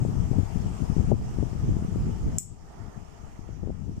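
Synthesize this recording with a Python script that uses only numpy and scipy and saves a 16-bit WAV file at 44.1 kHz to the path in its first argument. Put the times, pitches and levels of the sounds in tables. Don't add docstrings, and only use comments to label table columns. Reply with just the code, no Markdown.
import sys
import numpy as np
from scipy import signal
from scipy.fft import rfft, irfft
from scipy.io import wavfile
from scipy.ndimage import uniform_filter1d, minimum_filter1d

SR = 44100
rng = np.random.default_rng(int(sys.argv[2]) if len(sys.argv) > 2 else 0)


def materialize(psi):
    bounded = np.clip(np.atleast_2d(psi).T, -1, 1)
    quanta = np.round(bounded * 32767).astype(np.int16)
    wavfile.write(sys.argv[1], SR, quanta)


N = 176400

# start_s, left_db, right_db
JAW_IMPACTS = [(2.3847, 0, -8), (2.3856, -14, -9), (2.3867, -14, -16), (2.3881, -13, -19),
               (2.3892, -18, -18)]


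def amp(db):
    return 10 ** (np.asarray(db) / 20)


def unit_rms(x):
    return x / np.sqrt(np.mean(x ** 2, -1, keepdims=True) + 1e-20)


def over_hz(table, hz):
    table_hz, *columns = np.transpose(table)
    return np.array([np.interp(np.log(hz + 1), np.log(table_hz + 1), c) for c in columns])


def over_time(table):
    time_s, *columns = np.transpose(table)
    return np.array([np.interp(np.arange(N) / SR, time_s, c) for c in columns])


def add(mix, start_s, sound):
    part = mix[:, round(start_s * SR):][:, :sound.shape[1]]
    part += sound[:, :part.shape[1]]


def noise(spectrum):
    white = rfft(rng.standard_normal((2, N))) * np.sqrt(SR / 2)
    return irfft(white * amp(over_hz(spectrum, np.fft.rfftfreq(N, 1 / SR))), N)


def patchy(x, depth_db):
    spectra = signal.stft(x, nperseg=512)[2]
    field = uniform_filter1d(rng.standard_normal(spectra.shape), size=8, axis=1)
    field = uniform_filter1d(field, size=10, axis=2)
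    return signal.istft(spectra * amp(depth_db * field / field.std()), nperseg=512)[1][:, :N]


def fan():
    # frequency_hz, left_db, right_db
    rush_spectrum = [(40, -56.5, -101), (200, -88.5, -77), (425, -71.5, -79), (560, -87.5, -89),
                     (618, -77, -77.5), (900, -76, -81), (1017, -81.5, -87.5), (1256, -88, -81.5),
                     (1580, -91, -92.5), (1830, -94, -89), (2450, -99.5, -100), (4050, -118, -118)]
    hiss_spectrum = [(1230, -108, -108), (2310, -95.5, -92), (3040, -94, -91), (3890, -102, -100),
                     (4440, -100, -97), (5170, -95.5, -90), (7000, -95.5, -89.5), (7470, -91.5, -99),
                     (9280, -102, -105), (11600, -108.5, -110), (15000, -111, -110)]
    # time_s, left_db, right_db
    rush_drift = [(0, 1, 0.5), (1.1, 3, 1.5), (1.4, 0.5, 3), (2.36, 0.5, 1.5), (2.42, -3, 2),
                  (2.58, -1, 2.5), (2.78, 1.5, 7.5), (2.95, 1, 8.5), (3.04, -1, 1), (3.2, 1, 6),
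                  (3.55, -4, 1.5), (4, -5.5, -4)]
    hiss_drift = [(0, 0.5, -2.5), (.8, 2, -2), (1.1, 0.5, -1.5), (1.3, 1, -0.5), (2.36, -1, -2.5),
                  (2.5, 0, 1), (2.8, -2, -2), (3.35, -2.5, -1), (3.72, -7, -5), (4, -4.5, -4)]
    rush = noise(rush_spectrum) * amp(over_time(rush_drift))
    hiss = noise(hiss_spectrum) * amp(over_time(hiss_drift))
    return patchy(rush + hiss, depth_db=1.81)


def draught():
    # time_s, level_db
    left_strength = [(0, -15), (.08, -24), (.29, -25), (.4, -19), (.48, -34.5), (.56, -21), (.67, -25.5),
                     (.77, -35), (.825, -14.5), (.88, -31.5), (.91, -18.5), (.945, -34), (1.0, -15.5),
                     (1.06, -27), (1.12, -16), (1.27, -31.5), (1.39, -21.5), (1.51, -24.5), (1.61, -22.5),
                     (1.65, -26), (1.7, -20.5), (1.76, -21.5), (1.87, -28.5), (1.94, -23.5), (2.0, -23.5),
                     (2.1, -18), (2.14, -27), (2.27, -23), (2.38, -26), (2.5, -22), (2.75, -49),
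                     (2.81, -28), (2.89, -36.5), (2.93, -49), (2.98, -30.5), (3.11, -40), (3.24, -33),
                     (3.32, -44.5), (3.39, -30.5), (3.5, -30), (3.69, -22.5), (3.74, -28), (3.9, -21.5),
                     (4, -36)]
    right_strength = [(0, -32), (.16, -29), (.56, -49.5), (.64, -28), (.86, -46), (1.02, -33.5),
                      (1.13, -31.5), (1.24, -23), (1.5, -43), (1.66, -23), (1.9, -34.5), (2.02, -23.5),
                      (2.18, -38.5), (2.26, -25), (2.4, -39), (2.48, -33), (2.54, -39), (2.74, -43),
                      (2.94, -49), (3.62, -40), (3.7, -31.5), (3.83, -46), (3.89, -28.5), (4, -33)]
    # frequency_hz, left_db, right_db
    rumble_shape = [(9.9, -3.5, -6), (25.5, 1, -22), (44, 4, 7.5), (93, 6, -1), (194, -2, -1),
                    (263.5, -9, -13.5), (427, -19.5, -17), (564, -28.5, -26.5), (974, -56, -34),
                    (2550, -102.5, -65)]
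    lump_depth_db, lump_sigma_s = 2.5, 0.006
    t = np.arange(-SR // 10, SR // 10) / SR
    bell = np.exp(-0.5 * (t / lump_sigma_s) ** 2)
    lumps = unit_rms(signal.fftconvolve(rng.standard_normal((2, N)), bell[None], "same"))
    strength = amp(np.vstack([over_time(left_strength), over_time(right_strength)]))
    return strength * unit_rms(noise(rumble_shape) * amp(lump_depth_db * lumps))


def eddies():
    # centre_s, port, level_db, spectral_peak_hz
    strikes = [(.051, "left", -12.5, 260), (.155, "left", -18.5, 160), (0.315, "left", -7.5, 123),
               (0.333, "left", -22, 280), (.385, "left", -7, 127), (.389, "left", -12, 171),
               (.434, "left", -14, 106), (0.559, "left", -13.5, 113), (0.823, "left", -10, 123),
               (.901, "left", -9, 101), (0.967, "left", -9, 148), (.999, "left", -20, 200),
               (1.118, "left", 0, 340), (1.123, "left", -3, 300), (1.132, "left", -1.5, 97),
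               (1.141, "left", -7, 164), (1.236, "right", -17, 79), (1.387, "left", -10.5, 175),
               (1.428, "left", -9, 195), (1.435, "left", -11, 172), (1.532, "left", -16, 161),
               (1.644, "right", -15, 119), (1.692, "right", -8, 142), (1.768, "left", -10, 137),
               (1.825, "left", -10, 122), (1.849, "right", -15.5, 145), (1.96, "left", -13.5, 200),
               (2.069, "left", -11, 116), (2.265, "left", -11.5, 103), (2.820, "left", -22.5, 109),
               (2.884, "left", -18.5, 80), (2.977, "left", -15.5, 100), (3.393, "left", -17.5, 125),
               (3.491, "left", -20.5, 245), (3.633, "left", -18, 200), (3.639, "left", -16, 223),
               (3.664, "left", -35, 280), (3.674, "left", -14.5, 253), (3.686, "left", -16, 160),
               (3.696, "left", -14, 200), (3.699, "right", -18, 146), (3.704, "left", -14, 297),
               (3.895, "left", -15, 140), (3.981, "left", -15.5, 119)]
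    cutoff_hz, suction_rad = 990, 0.65
    out = np.zeros((2, N))
    t = np.arange(-SR // 40, SR // 40) / SR
    for centre_s, port, level_db, hz in strikes:
        pulse = np.hanning(len(t)) / (1 - 1j * np.pi * hz * t) ** 3
        knock = amp(level_db) * (pulse * np.exp(-1j * suction_rad)).real
        add(out[:1] if port == "left" else out[1:], centre_s + t[0], knock[None])
    return signal.sosfiltfilt(signal.butter(4, cutoff_hz, fs=SR, output="sos"), out)


def impulse_response(spectrum, lead_s):
    log_gain = np.log(amp(over_hz(spectrum, abs(np.fft.fftfreq(2048, 1 / SR)))))
    phase = -signal.hilbert(log_gain.mean(0)).imag
    response = np.fft.ifft(np.exp(log_gain + 1j * phase)).real
    response = np.roll(response, round(lead_s * SR), 1)
    return response / abs(response).max(1, keepdims=True)


def clothespin():
    # frequency_hz, left_db, right_db
    resonance = [(500, -47, -42), (1700, -44, -34), (2150, -36, -27), (3400, -41, -28), (4800, -39, -32),
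                 (5150, -23, -14), (5500, -23, -14), (6050, -19, -10), (6550, -14, -8), (6900, -2, -2),
                 (7200, 0, -2.5), (8050, -1.5, -1), (8400, -8, -13), (9100, -21, -17), (10200, -25, -20),
                 (12000, -24.5, -20), (13200, -17, -12), (14000, -22, -16), (14900, -18, -12),
                 (16000, -32, -30)]
    snap_db, lead_s = 9.5, 0.0005
    port_delay_s = 1 / SR
    ring = impulse_response(resonance, lead_s)
    out = np.zeros((2, N))
    for start_s, left_db, right_db in JAW_IMPACTS:
        add(out[:1], start_s - lead_s, amp(snap_db + left_db) * ring[:1])
        add(out[1:], start_s - lead_s + port_delay_s, amp(snap_db + right_db) * ring[1:])
    return out


def faint_ring():
    # pitch_hz, left_db, right_db, t60_s
    tones = [(7150, -36, -36, 0.28), (7145, -32, -39, 0.3), (8000, -39, -42, 0.35), (8360, -34, -41, 0.3),
             (8150, -34, -43, 0.33)]
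    out = np.zeros((2, N))
    t = np.arange(SR // 2) / SR
    for pitch_hz, left_db, right_db, t60_s in tones:
        tone = amp(-60 * t / t60_s) * np.sin(2 * np.pi * pitch_hz * t)
        add(out, JAW_IMPACTS[0][0], amp([[left_db], [right_db]]) * tone)
    return out


def room(x):
    # delay_s, left_db, right_db
    reflections = [(0.011, -23, -18), (0.017, -20, -23), (.0200, -24, -26)]
    # frequency_hz, t60_s
    decay_times = [(1000, 0.28), (5000, 0.29), (7900, 0.25), (10000, 0.24), (15000, 0.14)]
    tail_left_db, tail_right_db, onset_s = -9.5, -7.0, 0.007
    hz, t, spectra = signal.stft(rng.standard_normal((2, SR // 2)), SR, nperseg=256)
    decay = amp(-60 * t / over_hz(decay_times, hz).T)
    tail = signal.istft(spectra * decay, SR, nperseg=256)[1]
    tail *= np.minimum(np.arange(tail.shape[1]) / SR / onset_s, 1) ** 2
    response = tail / np.linalg.norm(tail[0]) * amp([[tail_left_db], [tail_right_db]])
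    for delay_s, left_db, right_db in reflections:
        add(response, delay_s, amp([[left_db], [right_db]]))
    return signal.fftconvolve(x, response, axes=1)[:, :N]


def scene():
    snap = clothespin()
    return snap + room(snap) + faint_ring() + fan() + draught() + eddies()


def peak_decay(level_db, db_per_s):
    fall_db = np.arange(N) / SR * db_per_s
    return np.maximum.accumulate(level_db + fall_db) - fall_db


def record(dry):
    threshold_db, treble_weight, band_edge_hz = -6.5, 0.38, 15500
    attack_s, hold_s, slow_share = 0.0027, 0.034, 0.46
    attack, half_hold = round(attack_s * SR), round(hold_s * SR / 2)
    peak = np.hypot(dry, treble_weight * np.diff(dry, prepend=0)).max(0)
    excess_db = np.maximum(20 * np.log10(peak + 1e-9) - threshold_db, 0)
    excess_db = -minimum_filter1d(-excess_db, attack)
    held_db = -minimum_filter1d(-excess_db, 2 * half_hold + 1, origin=half_hold)
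    quick_db = peak_decay(held_db, db_per_s=32.5)
    slow_db = peak_decay(slow_share * excess_db, db_per_s=1.27)
    duck_db = uniform_filter1d(np.maximum(quick_db, slow_db), attack)
    low_pass = signal.firwin(255, band_edge_hz, window=("kaiser", 9), fs=SR)
    return signal.oaconvolve(dry / amp(duck_db), low_pass[None], "same")


dry = scene()
out = record(dry)
materialize(out)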